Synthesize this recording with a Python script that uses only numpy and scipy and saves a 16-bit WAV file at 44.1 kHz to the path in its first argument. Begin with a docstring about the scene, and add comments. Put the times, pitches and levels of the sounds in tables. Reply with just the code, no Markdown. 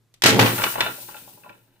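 """Steel trap on a workbench

A steel trap snaps open on a wooden bench in a small shop, close to a phone. Latch and jaws clash as
noise bursts and ringing modes, and broken pieces crack, ring and tumble to rest. The bench booms as
modes driven by blows and the rocking frame. Air vents as fading coloured noise on the left, over a
quiet floor of shop air with a low hum."""
import sys
import numpy as np
from scipy import signal
from scipy.fft import rfft, irfft
from scipy.io import wavfile
from scipy.ndimage import uniform_filter1d

SR = 44100
rng = np.random.default_rng(int(sys.argv[2]) if len(sys.argv) > 2 else 0)


def gain_from_db(level_db):
    """Turn a decibel level (scalar or array-like) into a linear amplitude factor."""
    decades = np.asarray(level_db, float) / 20
    return 10 ** decades


def output_pcm(signal):
    """Save a mono or channel-first signal as 16-bit PCM at the path in sys.argv[1].

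    Samples are clipped to [-1, 1] before scaling.
    """
    pcm = np.clip(np.atleast_2d(signal).T, -1, 1) * 32767
    wavfile.write(sys.argv[1], SR, np.round(pcm).astype(np.int16))


N = 79380  # length in samples: 1.8 s


def level(x, db):
    """Scale to an rms level in dB."""
    return x * gain_from_db(db) / np.sqrt(np.mean(x ** 2))


def curve(rows):
    """Gain over time from (seconds, dB) rows, practically silent outside them."""
    rows = np.array(rows)
    t = np.arange(N) / SR
    return gain_from_db(np.interp(t, rows[:, 0], rows[:, 1], left=-140, right=-140))


def colour(x, points):
    """Weight the spectrum by (Hz, dB) points joined along a logarithmic frequency scale."""
    p = np.array(points)
    size = x.shape[-1]
    hz = np.maximum(np.arange(size // 2 + 1) * SR / size, 1)
    gain = gain_from_db(np.interp(np.log(hz), np.log(p[:, 0]), p[:, 1]))
    return irfft(rfft(x) * gain, size)


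def ring(x, modes, longest_s):
    """Damped resonances set going by x; a unit click gives each about its table level."""
    out = 0
    for k, (hz, db, t60) in enumerate(modes):
        radius = np.exp(-np.log(1000) / (min(t60, longest_s) * SR))
        angle = 2 * np.pi * hz / SR
        poles = [1, -2 * radius * np.cos(angle), radius * radius]
        mode = signal.lfilter([0, np.sin(angle)], poles, x)
        out = out + (-1) ** k * gain_from_db(db) * mode  # every other mode is flipped in sign
    return out


def band(x, hz, width):
    """Gentle band-pass around hz, width in octaves each way."""
    edges = [hz / 2 ** width, min(hz * 2 ** width, .45 * SR)]
    return signal.lfilter(*signal.butter(1, edges, "band", fs=SR), x)


def decay(t60, size):
    """Exponential fall by 60 dB in t60 seconds (at least 0.01), after a 0.17 ms rise."""
    t = np.arange(size) / SR
    return np.minimum(t / 0.00017, 1) * np.exp(-np.log(1000) * t / max(t60, .01))


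def add(out, s, x):
    """Mix x in at time s, in seconds."""
    i = int(s * SR)
    out[..., i:i + x.shape[-1]] += x[..., :N - i]


def grains(per_s, spread_db):
    """Random clicks of either sign, uneven but bounded in size."""
    u = rng.random((3, N))
    happens = u[0] < per_s / SR
    size = gain_from_db(spread_db * np.minimum(-np.log(u[2] + 1e-9), 2))
    return happens * np.sign(u[1] - .5) * size


def pan(x, db):
    """Place by level: left louder than right by db; x is one or two channels."""
    return x * gain_from_db(np.array([[db / 2], [-db / 2]]))


# Clashes of steel on steel. Each row: start in seconds, relative level in dB, brightness in octaves
# above 1 kHz, crack's fall by 60 dB in seconds, push on the bench in dB relative to the clash.
STEEL_CLASHES = [(0.1404, -39.5, 2.22, 0.014, -17.5), (0.2208, -8, 1.7, 0.013, -25.5),
                 (0.237, -1, 1.38, .05, -12), (0.2582, -3, 1.4, 0.26, -0.5), (0.368, -25.5, 0.2, .04, 11),
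                 (0.392, -3, 0.65, 0.11, -1), (0.409, -9.5, 1.4, 0.091, -1), (0.426, -14, 1, 0.04, 2),
                 (0.46, -8.5, 0.76, 0.08, -6.5)]
# Resonances of the frame. Each row: frequency in Hz, level in dB, longest fall by 60 dB in seconds.
STEEL_MODES = [(1178, -5, 5.0), (1901, -21.5, 0.83), (2277, -20.5, 5.0), (2987, -14, 0.36),
               (3230, -10.5, 0.87), (3170, -1, 0.36), (3680, -9.5, 1.7), (3810, -9.5, 0.63),
               (4450, -8.5, 0.31), (4665, -14, 0.85), (5766, -8, 0.15), (6390, -26, 5.0),
               (6702, -11.5, 0.13), (7235, -24.5, 0.14)]


def steel():
    """Each clash: a crack with thin treble, a duller jangle and frame modes, all chattering; pushes the bench."""
    treble_db, jangle_db, strike_db = -13.5, -13, -62.5
    jangle_t60_s, ring_t60_s = 0.35, 0.45  # longest allowed
    chatter_per_s, chatter_share = 1200, 0.55
    out, push = np.zeros((2, N)), np.zeros(N)
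    # each click lifts the loudness, which sinks back within milliseconds
    clicks = np.abs(grains(chatter_per_s, 1.3))
    chatter = level(signal.lfilter([1], [1, -.985], clicks), 0)
    chatter = 1 - chatter_share + chatter_share * chatter
    for s, db, octave, t60, thump_db in STEEL_CLASHES:
        n = rng.standard_normal((3, 16384))
        n = 0.38 * n[0] + 1.2 * n[1:]  # partly alike in both channels
        hz = 1000 * 2 ** octave
        body = level(band(band(n, hz, 1.76), hz, 1.76), -7)
        treble = gain_from_db(treble_db) * band(n, 9000, .9)
        crack = (body + treble) * decay(t60, size=16384)
        jangle = level(band(body, hz * .5, 1.3), jangle_db)
        jangle = jangle * decay(min(jangle_t60_s, 6 * t60), size=16384)
        strike = level(n * decay(0.029, size=16384), strike_db)
        modes = ring(strike, STEEL_MODES, min(ring_t60_s, 3 * t60))
        add(out, s, gain_from_db(db) * (crack + jangle + modes))
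        add(push, s, -gain_from_db(db + thump_db) * np.hanning(40))
    return pan(out * chatter, 0.4), push


# Pieces landing on the bench. Each row: start in seconds, relative level in dB, brightness in octaves
# above 1 kHz, ring time in seconds (the ring may fall by 60 dB in up to 1.5 times this).
LANDINGS = [(0.581, -15, 0.84, 0.27), (0.598, -18.5, 0.37, 0.034), (0.606, -30, 1.8, 0.022),
            (0.618, -14, .9, 0.027), (0.638, -7.5, 1.28, 0.02), (0.664, -14.5, 0.49, 0.11),
            (0.755, -15, 0.081, 0.023), (0.78, -16, -0.27, 0.039), (0.792, -19, 0.33, 0.15),
            (0.8061, -6.5, 1.22, 0.1), (0.825, -20.5, 0.16, 0.21), (0.862, -15.5, 0.33, 0.088),
            (0.904, -42, 0.76, 0.03), (0.981, -34, -.5, 0.097), (1.024, -39.5, -0.57, 0.05),
            (1.087, -28.5, 0.03, 0.056), (1.143, -30, 0.85, 0.055), (1.149, -31.5, -0.52, .06),
            (1.166, -32.5, 1.38, 0.071), (1.275, -37, -0.34, 0.09), (1.372, -41.5, -0.33, 0.064),
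            (1.434, -38, 1.16, 0.079), (1.443, -34, -0.029, 0.057), (1.459, -32, -0.31, 0.11),
            (1.493, -32, 1.2, 0.06), (1.501, -33.5, -0.63, 0.074), (1.526, -48.5, 1.21, 0.058)]
# Resonances of a piece. Each row: frequency in Hz, level in dB, longest fall by 60 dB in seconds.
PIECE_MODES = [(578.4, 2.5, 0.064), (755, -6.5, 0.12), (841, 5, 0.05), (1000, 4, 0.061), (1130, -4.5, 0.21),
               (1391, 2.5, 0.12), (1606, 3, 0.017), (1833, -0.5, 0.02), (2350, -2, 0.025),
               (2576, 0.5, 0.068), (2954, 1, 0.031), (3256, -14.5, 0.15), (3612, -2.5, 0.1),
               (4120, -4, 0.05)]
# Tumbling between landings. Each row: time in seconds, level in dB before a 3.5 dB cut.
TUMBLE_LEVEL = [(0.43, -16.5), (0.456, -49), (0.464, -17), (0.478, -29), (0.574, -32.5), (0.582, -28),
                (0.632, -30), (0.638, -21), (0.692, -40), (0.8, -28.5), (0.806, -22.5), (0.856, -30),
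                (0.864, -23.5), (0.948, -49.5), (1.078, -62), (1.086, -44.5), (1.418, -63.5),
                (1.464, -54.5), (1.632, -66.5), (1.8, -65.5)]


def pieces():
    """Landings crack and ring a piece, each with its own brightness; small random contacts fill the gaps."""
    ring_db, crack_t60_s, thump_db = -13, 0.036, -19.5
    out, push = np.zeros((2, N)), np.zeros(N)
    for s, db, octave, t60 in LANDINGS:
        n = rng.standard_normal((3, 8192))
        n = .7 * n[0] + .7 * n[1:]
        hz = 1000 * 2 ** octave
        modes = ring(n * decay(t60 / 4, size=8192), PIECE_MODES, t60 * 1.5)
        modes = band(band(modes, hz, 0.55), hz, 0.55)
        modes = modes * gain_from_db(ring_db) / modes[:, :882].std()  # level of the first 20 ms
        crack_hz = 0.63 * hz
        crack = band(band(n, crack_hz, 1.3), crack_hz, 1.3)
        # harder landings crack more
        crack = level(crack, 0.5 + 0.43 * db) * decay(crack_t60_s, size=8192)
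        add(out, s, gain_from_db(db) * (modes + crack))
        add(push, s, -gain_from_db(db + thump_db) * np.hanning(40))
    small = np.array([grains(per_s=720, spread_db=6.5) for _ in range(3)])
    contacts = small[0] + 0.23 * small[1:]  # mostly alike in both channels
    tumble = level(ring(contacts, PIECE_MODES, .011), -3.5) * curve(TUMBLE_LEVEL)
    return pan(out + tumble, 2.4), push


# Resonances of the bench top. Each row: frequency in Hz, level in dB, longest fall by 60 dB in seconds.
BENCH_MODES = [(118.2, -1.5, 0.28), (169.8, -7, .12), (197.6, -4.5, 0.21), (233, -10.5, 0.17),
               (273.7, -8, 0.43), (349.3, -2.5, 0.15), (437.5, -2, 0.099), (525, -7.5, 0.13),
               (559, -11, 0.084), (652, -3, 0.056), (824, -1.5, .1), (874, 2, 0.027)]
# Frame rocking on the bench. Each row: time in seconds, level in dB before a 2.5 dB cut.
ROCKING_LEVEL = [(0.228, -41), (0.254, -14.5), (0.432, -11.5), (0.572, -33.5), (0.594, -30.5), (0.748, -39),
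                 (0.792, -39), (0.862, -43), (0.896, -34.5), (0.954, -51), (1.444, -56.5), (1.496, -47.5),
                 (1.62, -63), (1.8, -64.5)]


def bench(push):
    """The top booms from the blows and from the rocking frame; its sound is cut steeply below about 84 Hz."""
    longest_s, low_hz = 0.35, 84
    rock = np.array([band(grains(per_s=550, spread_db=6.7), 250, 1.1) for _ in range(2)])
    middle = ring(rock[0], BENCH_MODES, longest_s)
    # opposite signs left and right make the rocking wide
    side = .6 * band(ring(rock[1], BENCH_MODES, 0.1), 230, 0.63) * np.array([[1], [-1]])
    rocking = level(middle + side, -2.5) * curve(ROCKING_LEVEL)
    boom = gain_from_db(-41) * ring(push, BENCH_MODES, longest_s)
    thud = gain_from_db(8.5) * band(push, 450, 1.3)
    bass_cut = signal.butter(4, low_hz, "high", fs=SR, output="sos")
    return signal.sosfilt(bass_cut, rocking + boom + thud)


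# Loudness of the venting air. Each row: time in seconds, level in dB.
VENT_LEVEL = [(0.26, -60), (0.3, -33.5), (0.36, -31), (0.42, -22.5), (0.47, -23), (0.574, -22.5),
              (0.72, -24), (0.77, -33), (0.84, -31.5), (1.036, -35), (1.206, -40), (1.352, -46),
              (1.46, -54.5), (1.58, -58), (1.8, -67.5)]
# Tone of the venting air. Each row: frequency in Hz, relative spectrum level in dB.
VENT_TONE = [(1200, -29.5), (2500, -12), (4000, -10.5), (6000, -11.5), (7500, -11), (8600, -7),
             (11000, -10.5), (13500, -6), (15000, -1), (16000, -2)]


def vent():
    """Escaping air is bright coloured noise with a slight flutter, partly alike in both channels."""
    flutter_db = 1.27  # rms
    n = rng.standard_normal((4, N))
    flutter = gain_from_db(flutter_db * level(uniform_filter1d(n[3], size=1500), 0))
    hiss = level(colour(0.41 * n[0] + 1.2 * n[1:3], VENT_TONE), 0)
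    return pan(hiss * curve(VENT_LEVEL) * flutter, 3.5)


def room(x):
    """Reflections blur into a short noise-like tail, different at each channel."""
    t60_s, tail_db, top_hz = 0.3, -12, 7000
    tail = band(rng.standard_normal((2, 16384)), top_hz / 5, 1.385) * decay(t60_s, size=16384)
    tail = np.pad(tail, ((0, 0), (180, 0)))  # starts 4 ms after the direct sound
    tail = gain_from_db(tail_db) * tail / np.sqrt((tail ** 2).sum(axis=1, keepdims=True))
    return x + signal.fftconvolve(x, tail, axes=1)[:, :N]


# Tone of the shop air. Each row: frequency in Hz, relative spectrum level in dB.
FLOOR_TONE = [(25, -13.5), (80, -25), (100, -14), (120, -7), (145, -13.5), (300, -21), (600, -27),
              (2000, -32.5), (14500, -40.5), (16000, -53)]


def floor():
    """Shop air is quiet coloured noise; the hum is a sine that wavers in loudness."""
    air_db, hum_hz, hum_peak_db = -67, 114, -64.6186
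    n = rng.standard_normal((4, N))
    waver = 1 + 0.0942857 * level(uniform_filter1d(n[3], size=3000), 0)
    hum = gain_from_db(hum_peak_db) * waver * np.sin(2 * np.pi * hum_hz * np.arange(N) / SR)
    air = level(colour(.8 * n[0] + .6 * n[1:3], FLOOR_TONE), air_db)
    return air + hum


def scene():
    """All sources in the shop; all but the floor reach the left channel slightly late."""
    left_lag = 4  # samples
    clash, heavy_push = steel()
    knocks, light_push = pieces()
    near = room(clash + knocks) + bench(heavy_push + light_push) + vent()
    return np.array([np.roll(near[0], left_lag), near[1]]) + floor()


def band_limit(x):
    """A steep low-pass at the top of the band."""
    return signal.sosfilt(signal.butter(12, 16270, fs=SR, output="sos"), x)


def record(dry):
    """The phone softly rounds the loudest peaks and loses the very top."""
    top_hz = 15450
    rounded = np.tanh(0.91 * dry) / 1.049
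    top_cut = signal.ellip(10, .2, 80, top_hz, fs=SR, output="sos")
    mix = signal.sosfilt(top_cut, rounded)
    return band_limit(mix)


dry = scene()
out = record(dry)
output_pcm(out)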